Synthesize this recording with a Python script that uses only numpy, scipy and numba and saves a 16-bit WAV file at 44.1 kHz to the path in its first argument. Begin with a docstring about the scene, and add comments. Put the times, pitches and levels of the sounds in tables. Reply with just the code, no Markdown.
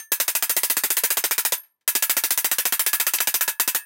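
"""Hand hammer planishing a steel panel over a form tool: about 14 blows/s, in runs with short pauses.
Per blow: contact crack, dull knock of the dented patch, bright clash of the sheet's dense modes,
and a ring of longer modes whose balance depends on how the sheet lies on the tool.
The loose sheet also chatters lightly on the tool.
A small cluttered workshop adds a short tail and faint room noise."""
import sys
import numpy as np
from scipy import signal
from scipy.fft import rfft, irfft
from scipy.io import wavfile
from numba import njit

SR = 44100
rng = np.random.default_rng(int(sys.argv[2]) if len(sys.argv) > 2 else 0)


def store_pcm(level_fs):
    """Save levels as 16-bit WAV."""
    pcm = np.round(np.clip(level_fs, -1, 1) * 32767).astype(np.int16)
    wavfile.write(sys.argv[1], SR, np.atleast_2d(pcm).T)


N = 169785

# workshop reverberation: f/Hz, level/dB, t60/s
ROOM = [(396, -27, 0.2), (1040, -18.5, 0.36), (3000, -20, 0.043), (8000, -41.5, 0.086), (16000, -31.5, .21)]
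# light touches of sheet on tool: t/s, level/dB, centre f/Hz, width/octaves, t60/s
TOUCHES = [(1.573, -34.5, 11700, 0.0064, 0.23), (1.574, -45.5, 8870, 0.006, 0.23),
           (1.634, -60, 1900, 1.4, 0.2), (1.81, -68.5, 1570, 2.3, 0.096), (3.185, -19, 3000, 0.99, 0.032)]
# hammer blows: t/s, relative level/dB, bass/dB, mid/dB, upper mid/dB, knock f/Hz
BLOWS = [(-0.064, 6, 27, 11, 5.5, 500), (0.1185, 1, 3.5, 0, -2, 470), (0.2002, -1, 3.5, 4, 3, 543),
         (0.2796, -2.5, 2, 3, 3, 590), (0.351, -2, -2, 2.5, 0.5, 814), (0.4244, -2, 1.5, 4, 2, 705.0),
         (0.495, -0.5, 1, 0.5, -0.5, 546), (0.5654, 0.5, 5.5, 1.5, -0.5, 685),
         (0.633, -1, 3.5, -0.5, 1.5, 630), (0.699, 0, 4, 0.5, -1, 570), (0.7676, -2, 5, 3.5, 1.5, 564),
         (0.8362, -2, 5, 5.5, 3, 410), (0.903, 0, -3.5, -2, -1.5, 343), (0.9683, -1.5, -1.5, 5, 1.0, 590),
         (1.0358, 1, 2, 2.5, 0.5, 390), (1.1038, -1, 3.5, 3.5, 1.5, 600), (1.1704, -2, 6, 3.5, 2.5, 610),
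         (1.2396, -2.5, 4.5, 6, 4, 357), (1.3099, -2, 0.5, 5, 2.5, 553), (1.38, -1.5, 3, 4.5, 2, 580),
         (1.4501, -1.5, 2.5, 2.5, 3, 705), (1.5215, -2.5, 8.5, 3, 4, 487), (1.8773, 1, -1.5, 0, -1, 610),
         (1.9511, -1, 7, 1, 4, 760), (2.024, -0.5, 1, 4, 2.5, 765), (2.096, 0, 1, 3, 2, 342),
         (2.1672, -1, 5, 2.5, 2, 543), (2.237, -1.5, -0.5, 1.5, 3.5, 440), (2.3061, -0.5, 0, 1, 1.5, 670),
         (2.3753, -1, 0, 1, 0.5, 500), (2.4444, -1.5, 3, 4, 1, 770), (2.5143, -2, -0.5, 5, 1.5, 696),
         (2.5836, -2.5, 3, 5, 4, 543), (2.6535, -1.5, 3, 4, 2.5, 730), (2.7234, -1, 0.5, 5, 1, 700),
         (2.794, 0, -1, 2, -1.5, 520), (2.8631, 0, -2.5, 1, 0.5, 690), (2.931, 0, -3, 3.5, -1, 804),
         (2.999, -1, -2.5, 4.5, 1, 400), (3.0665, -1.5, 1, 5, 1, 590), (3.1359, -1, 2, 1, 3, 600),
         (3.2034, -1, 2, 2.5, 0, 670), (3.2723, -2.5, 7, 5.5, 3, 573), (3.341, -0.5, 4.5, 1.5, 2, 660),
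         (3.4091, -0.0, -5.5, 2.5, -3, 725), (3.4779, -2.5, 5, 5.5, 2.5, 467),
         (3.5979, 0.5, 0.5, 2, 0, 437), (3.6765, -1, 2, 1.5, 1.5, 340.7), (3.7473, -1, 2, 0.5, 0, 494)]
# anchors of a blow's colour (bass, mid, upper mid, 0 dB top): f/Hz
COLOUR_HZ = [400, 1500, 5000, 12500]
# contact crack: f/Hz, relative density/dB
CRACK = [(60, -39.5), (300, -15), (1000, 6), (3500, 0), (8000, 7), (11000, 3), (16000, 9)]
# clash of dense modes: f/Hz, relative density/dB, hold/s, t60/s
CLASH = [(99, -39, 0.01, .08), (202, -7, 0.0038, 0.079), (343, 4.5, 0.0018, 0.06), (700, 2.5, 0.0047, 0.06),
         (1130, 0.5, 0.006, 0.12), (1610, 3, 0.012, 0.1), (2920, 0.5, 0.011, 0.12),
         (3840, 3.5, 0.0052, 0.11), (5670, 2, 0.011, 0.11), (8700, 4, 0.019, 0.095),
         (10400, 3.5, 0.018, 0.11), (12100, 6.5, 0.026, 0.072), (16100, 6.5, 0.0085, 0.12)]
# sheet moves to its next lie on the tool: t/s
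LIE_SHIFTS_S = [0, 1.7, 2.83, 3.7]
# strong steel modes: f/Hz
STRONG_HZ = [1692, 1766, 1822, 1992, 2612, 5065, 5892, 6304, 8786, 10390, 11665, 13060]
# one row per strong mode: relative level/dB in each of five lies, t60/s
STRONG_MODES = [(-60.5, -42, -40, -37, -34.5, 0.23), (-43, -54, -56, -58, -60, 0.35),
                (-60.5, -58.5, -60, -47.5, -42, 0.24), (-46, -34.5, -37.5, -49, -56, 0.11),
                (-56, -41, -40, -35.5, -45, 0.17), (-54.5, -44.5, -51, -46, -58, .19),
                (-62, -48, -37.5, -36.5, -48, 0.14), (-23.5, -39, -50, -49, -58, 0.18),
                (-29, -34.5, -37, -38.5, -35, 0.19), (-57, -52, -34.5, -52, -55, 0.2),
                (-34.5, -40.5, -40, -40, -43, .23), (-54, -43, -35, -35, -41, .16)]
# shimmer of weak modes: f/Hz, relative level per mode/dB, t60/s
SHIMMER = [(1000, -44.5, 0.17), (3200, -47.5, 0.17), (7000, -40, 0.095), (16000, -38.5, 0.22)]
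# lesser modes standing out of the shimmer: f/Hz
LESSER_HZ = [905, 1000, 1335, 1630, 2250, 2345, 3030, 3140, 3650, 3868, 4282, 4735, 4823, 6097, 7480, 7830,
             8200, 9120, 9550, 11250, 12550, 14827, 14978, 15515]
# gaps between mode groups: f/Hz
GAP_HZ = [1190, 4130, 4480, 5550, 7260]

BLOW_GAIN_DB, ATTACK_S = -6, 0.00029
AGE_S = np.arange(15000) / SR  # time within one blow
BIN_HZ = np.maximum(np.fft.rfftfreq(len(AGE_S), 1 / SR), 1)
BAND_HZ = np.geomspace(40, 16000, 27)  # third octaves


def undb(db):
    """dB to gain."""
    return 10 ** (np.asarray(db) / 20)


def at(hz, table, column=1):
    """Table column, interpolated over log frequency."""
    table = np.array(table, float)
    return np.interp(np.log(hz), np.log(table[:, 0]), table[:, column])


def rise(tau_s):
    """Exponential onset."""
    return 1 - np.exp(-AGE_S / tau_s)


def fade(t60_s, hold_s=0):
    """Hold, then exponential decay."""
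    return np.exp(-np.log(1000) * np.maximum(AGE_S - hold_s, 0) / t60_s)


def noise():
    """White noise, one blow long."""
    return rng.standard_normal(len(AGE_S))


def tint(x, db):
    """Filter by a dB curve over BIN_HZ."""
    return irfft(rfft(x) * undb(db), len(x))


def unit_power(db):
    """Shift a dB curve to unit mean power."""
    return db - 10 * np.log10(np.mean(undb(db) ** 2))


def by_band(x, envelopes):
    """Apply one envelope per band."""
    spectrum = rfft(x)
    return sum(envelope * irfft(spectrum * np.interp(BIN_HZ, BAND_HZ, pick), len(x))
               for envelope, pick in zip(envelopes, np.eye(len(BAND_HZ))))


def add(out, x, start_s):
    """Mix x into out at start_s."""
    i = int(round(start_s * SR))
    x, i = x[max(-i, 0):], max(i, 0)
    out[i:i + len(x)] += x[:len(out) - i]


def blend(a, b, share):
    """Constant-power mix; share is that of a."""
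    return np.sqrt(share) * a + np.sqrt(1 - share) * b


@njit
def ring_down(phasors, poles, count):
    """Sum of phasors, each advanced by its pole per sample."""
    out, z = np.zeros(count), phasors.copy()
    for i in range(count):
        for k in range(len(z)):
            out[i] += z[k].imag
            z[k] *= poles[k]
    return out


def mode_sum(hz, db, t60_s):
    """Damped sines, random phases."""
    phasors = undb(db) * np.exp(2j * np.pi * rng.random(len(hz)))
    poles = np.exp((2j * np.pi * hz - np.log(1000) / t60_s) / SR)
    return ring_down(phasors, poles, len(AGE_S))


def room_noise(level_db=-90, corner_hz=600):
    """Very faint, dull background."""
    x = signal.sosfilt(signal.butter(1, corner_hz, fs=SR, output="sos"), rng.standard_normal(N))
    return undb(level_db) * x / x.std()


def workshop(x, build_s=0.0032):
    """Short diffuse reverberation of a cluttered room."""
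    envelopes = [fade(at(hz, ROOM, column=2)) * rise(build_s) for hz in BAND_HZ]
    response = by_band(tint(noise(), at(BIN_HZ, ROOM)), [e / np.linalg.norm(e) for e in envelopes])
    return signal.fftconvolve(x, response)[:N]


def touches(tone_share=0.47):
    """Loose sheet chatters on the tool: its modes plus a rattle of the same colour."""
    out, hz = np.zeros(N), np.r_[STRONG_HZ, LESSER_HZ]
    for start_s, db, centre_hz, octaves, t60_s in TOUCHES:
        shape_db = lambda f: -20 * np.log10(1 + (np.log2(f / centre_hz) / octaves) ** 2)
        tones = mode_sum(hz, shape_db(hz), np.inf)
        rattle = tint(noise(), shape_db(BIN_HZ))
        chatter = blend(tones / tones.std(), rattle / rattle.std(), tone_share)
        add(out, undb(db) * chatter * rise(ATTACK_S) * fade(t60_s), start_s)
    return out


def weak_modes_hz(count=120, low_hz=1900, high_hz=15800):
    """Thin plate: modes spread evenly over frequency."""
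    return low_hz + (high_hz - low_hz) * (np.arange(count) + rng.random(count)) / count


def gaps_db(hz, depth_db=-3, width_hz=155):
    """The sheet responds weakly between mode groups."""
    return depth_db * sum(np.exp(-((hz - gap_hz) / width_hz) ** 2) for gap_hz in GAP_HZ)


def spot_colour_db(spread_db=2.4, step_hz=170):
    """Each struck spot favours some mode groups."""
    knots_hz = np.arange(0, SR / 2, step_hz)
    return spread_db * np.interp(BIN_HZ, knots_hz, rng.standard_normal(len(knots_hz)))


def ring(lie, weak_hz, strong_gain_db=11, lesser_gain_db=8, detune_hz=4, scatter_db=3, rise_s=0.0024):
    """Strong, lesser and weak long modes; pressure on the tool detunes them per blow."""
    strong = np.array(STRONG_MODES, float)
    hz = np.r_[STRONG_HZ, LESSER_HZ, weak_hz]
    db = np.r_[strong[:, lie] + strong_gain_db,
               at(LESSER_HZ, SHIMMER) + lesser_gain_db,
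               at(weak_hz, SHIMMER) + gaps_db(weak_hz)]
    stretch = 1.6 if lie == len(LIE_SHIFTS_S) else 1  # last lie: held loosely, rings longer
    t60_s = np.r_[strong[:, -1] * stretch, at(hz[len(strong):], SHIMMER, column=2)]
    detune, scatter = rng.standard_normal((2, len(hz)))
    return rise(rise_s) * mode_sum(hz + detune_hz * detune, db + scatter_db * scatter, t60_s)


def knock(hz, gain_db=-18.5, rise_s=0.0018, t60_s=0.027):
    """Struck patch flexes for a few cycles, damped by tool and hand."""
    return undb(gain_db) * rise(rise_s) * fade(t60_s) * np.sin(2 * np.pi * hz * AGE_S)


def clash(mode_noise, colour_db, gain_db=-10):
    """Dense sheet modes as noise; each band holds, then decays."""
    spectrum_db = unit_power(at(BIN_HZ, CLASH) + gaps_db(BIN_HZ)) + gain_db
    envelopes = [fade(at(hz, CLASH, column=3), at(hz, CLASH, column=2)) for hz in BAND_HZ]
    return by_band(tint(mode_noise, spectrum_db + colour_db + spot_colour_db()), envelopes)


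def crack(colour_db, gain_db=-2.5, t60_s=0.018):
    """Hammer contact: short bright noise burst."""
    spectrum_db = unit_power(at(BIN_HZ, CRACK)) + gain_db
    return tint(noise(), spectrum_db + colour_db) * fade(t60_s)


def hammering(common_share=0.28, spot_memory=0.19):
    """All blows; the mix of dense modes changes as the struck spot wanders."""
    out = np.zeros(N)
    sheet, spot, weak_hz = noise(), noise(), weak_modes_hz()
    for start_s, db, bass_db, mid_db, upper_db, knock_hz in BLOWS:
        colour_db = np.interp(np.log(BIN_HZ), np.log(COLOUR_HZ), [bass_db, mid_db, upper_db, 0])
        spot = blend(spot, noise(), spot_memory)
        mode_noise = blend(sheet, spot, common_share)
        impact = rise(ATTACK_S) * (clash(mode_noise, colour_db) + crack(colour_db))
        lie = np.searchsorted(LIE_SHIFTS_S, start_s)
        blow = impact + undb(bass_db) * knock(knock_hz) + ring(lie, weak_hz)
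        add(out, undb(BLOW_GAIN_DB + db) * blow, start_s)
    return out


def scene():
    """Panel work in the workshop, mono."""
    steel = hammering() + touches()
    return (steel + workshop(steel) + room_noise())[None]


def record(dry, peak_limit=0.82, low_cut_hz=110, high_cut_hz=15850):
    """Soft peak limit, low cut, steep high cut."""
    rounded = peak_limit * np.tanh(dry / peak_limit)
    thinned = signal.sosfilt(signal.butter(2, low_cut_hz, "high", fs=SR, output="sos"), rounded)
    return signal.sosfilt(signal.ellip(10, .2, 75, high_cut_hz, fs=SR, output="sos"), thinned)


dry = scene()
out = record(dry)
store_pcm(out)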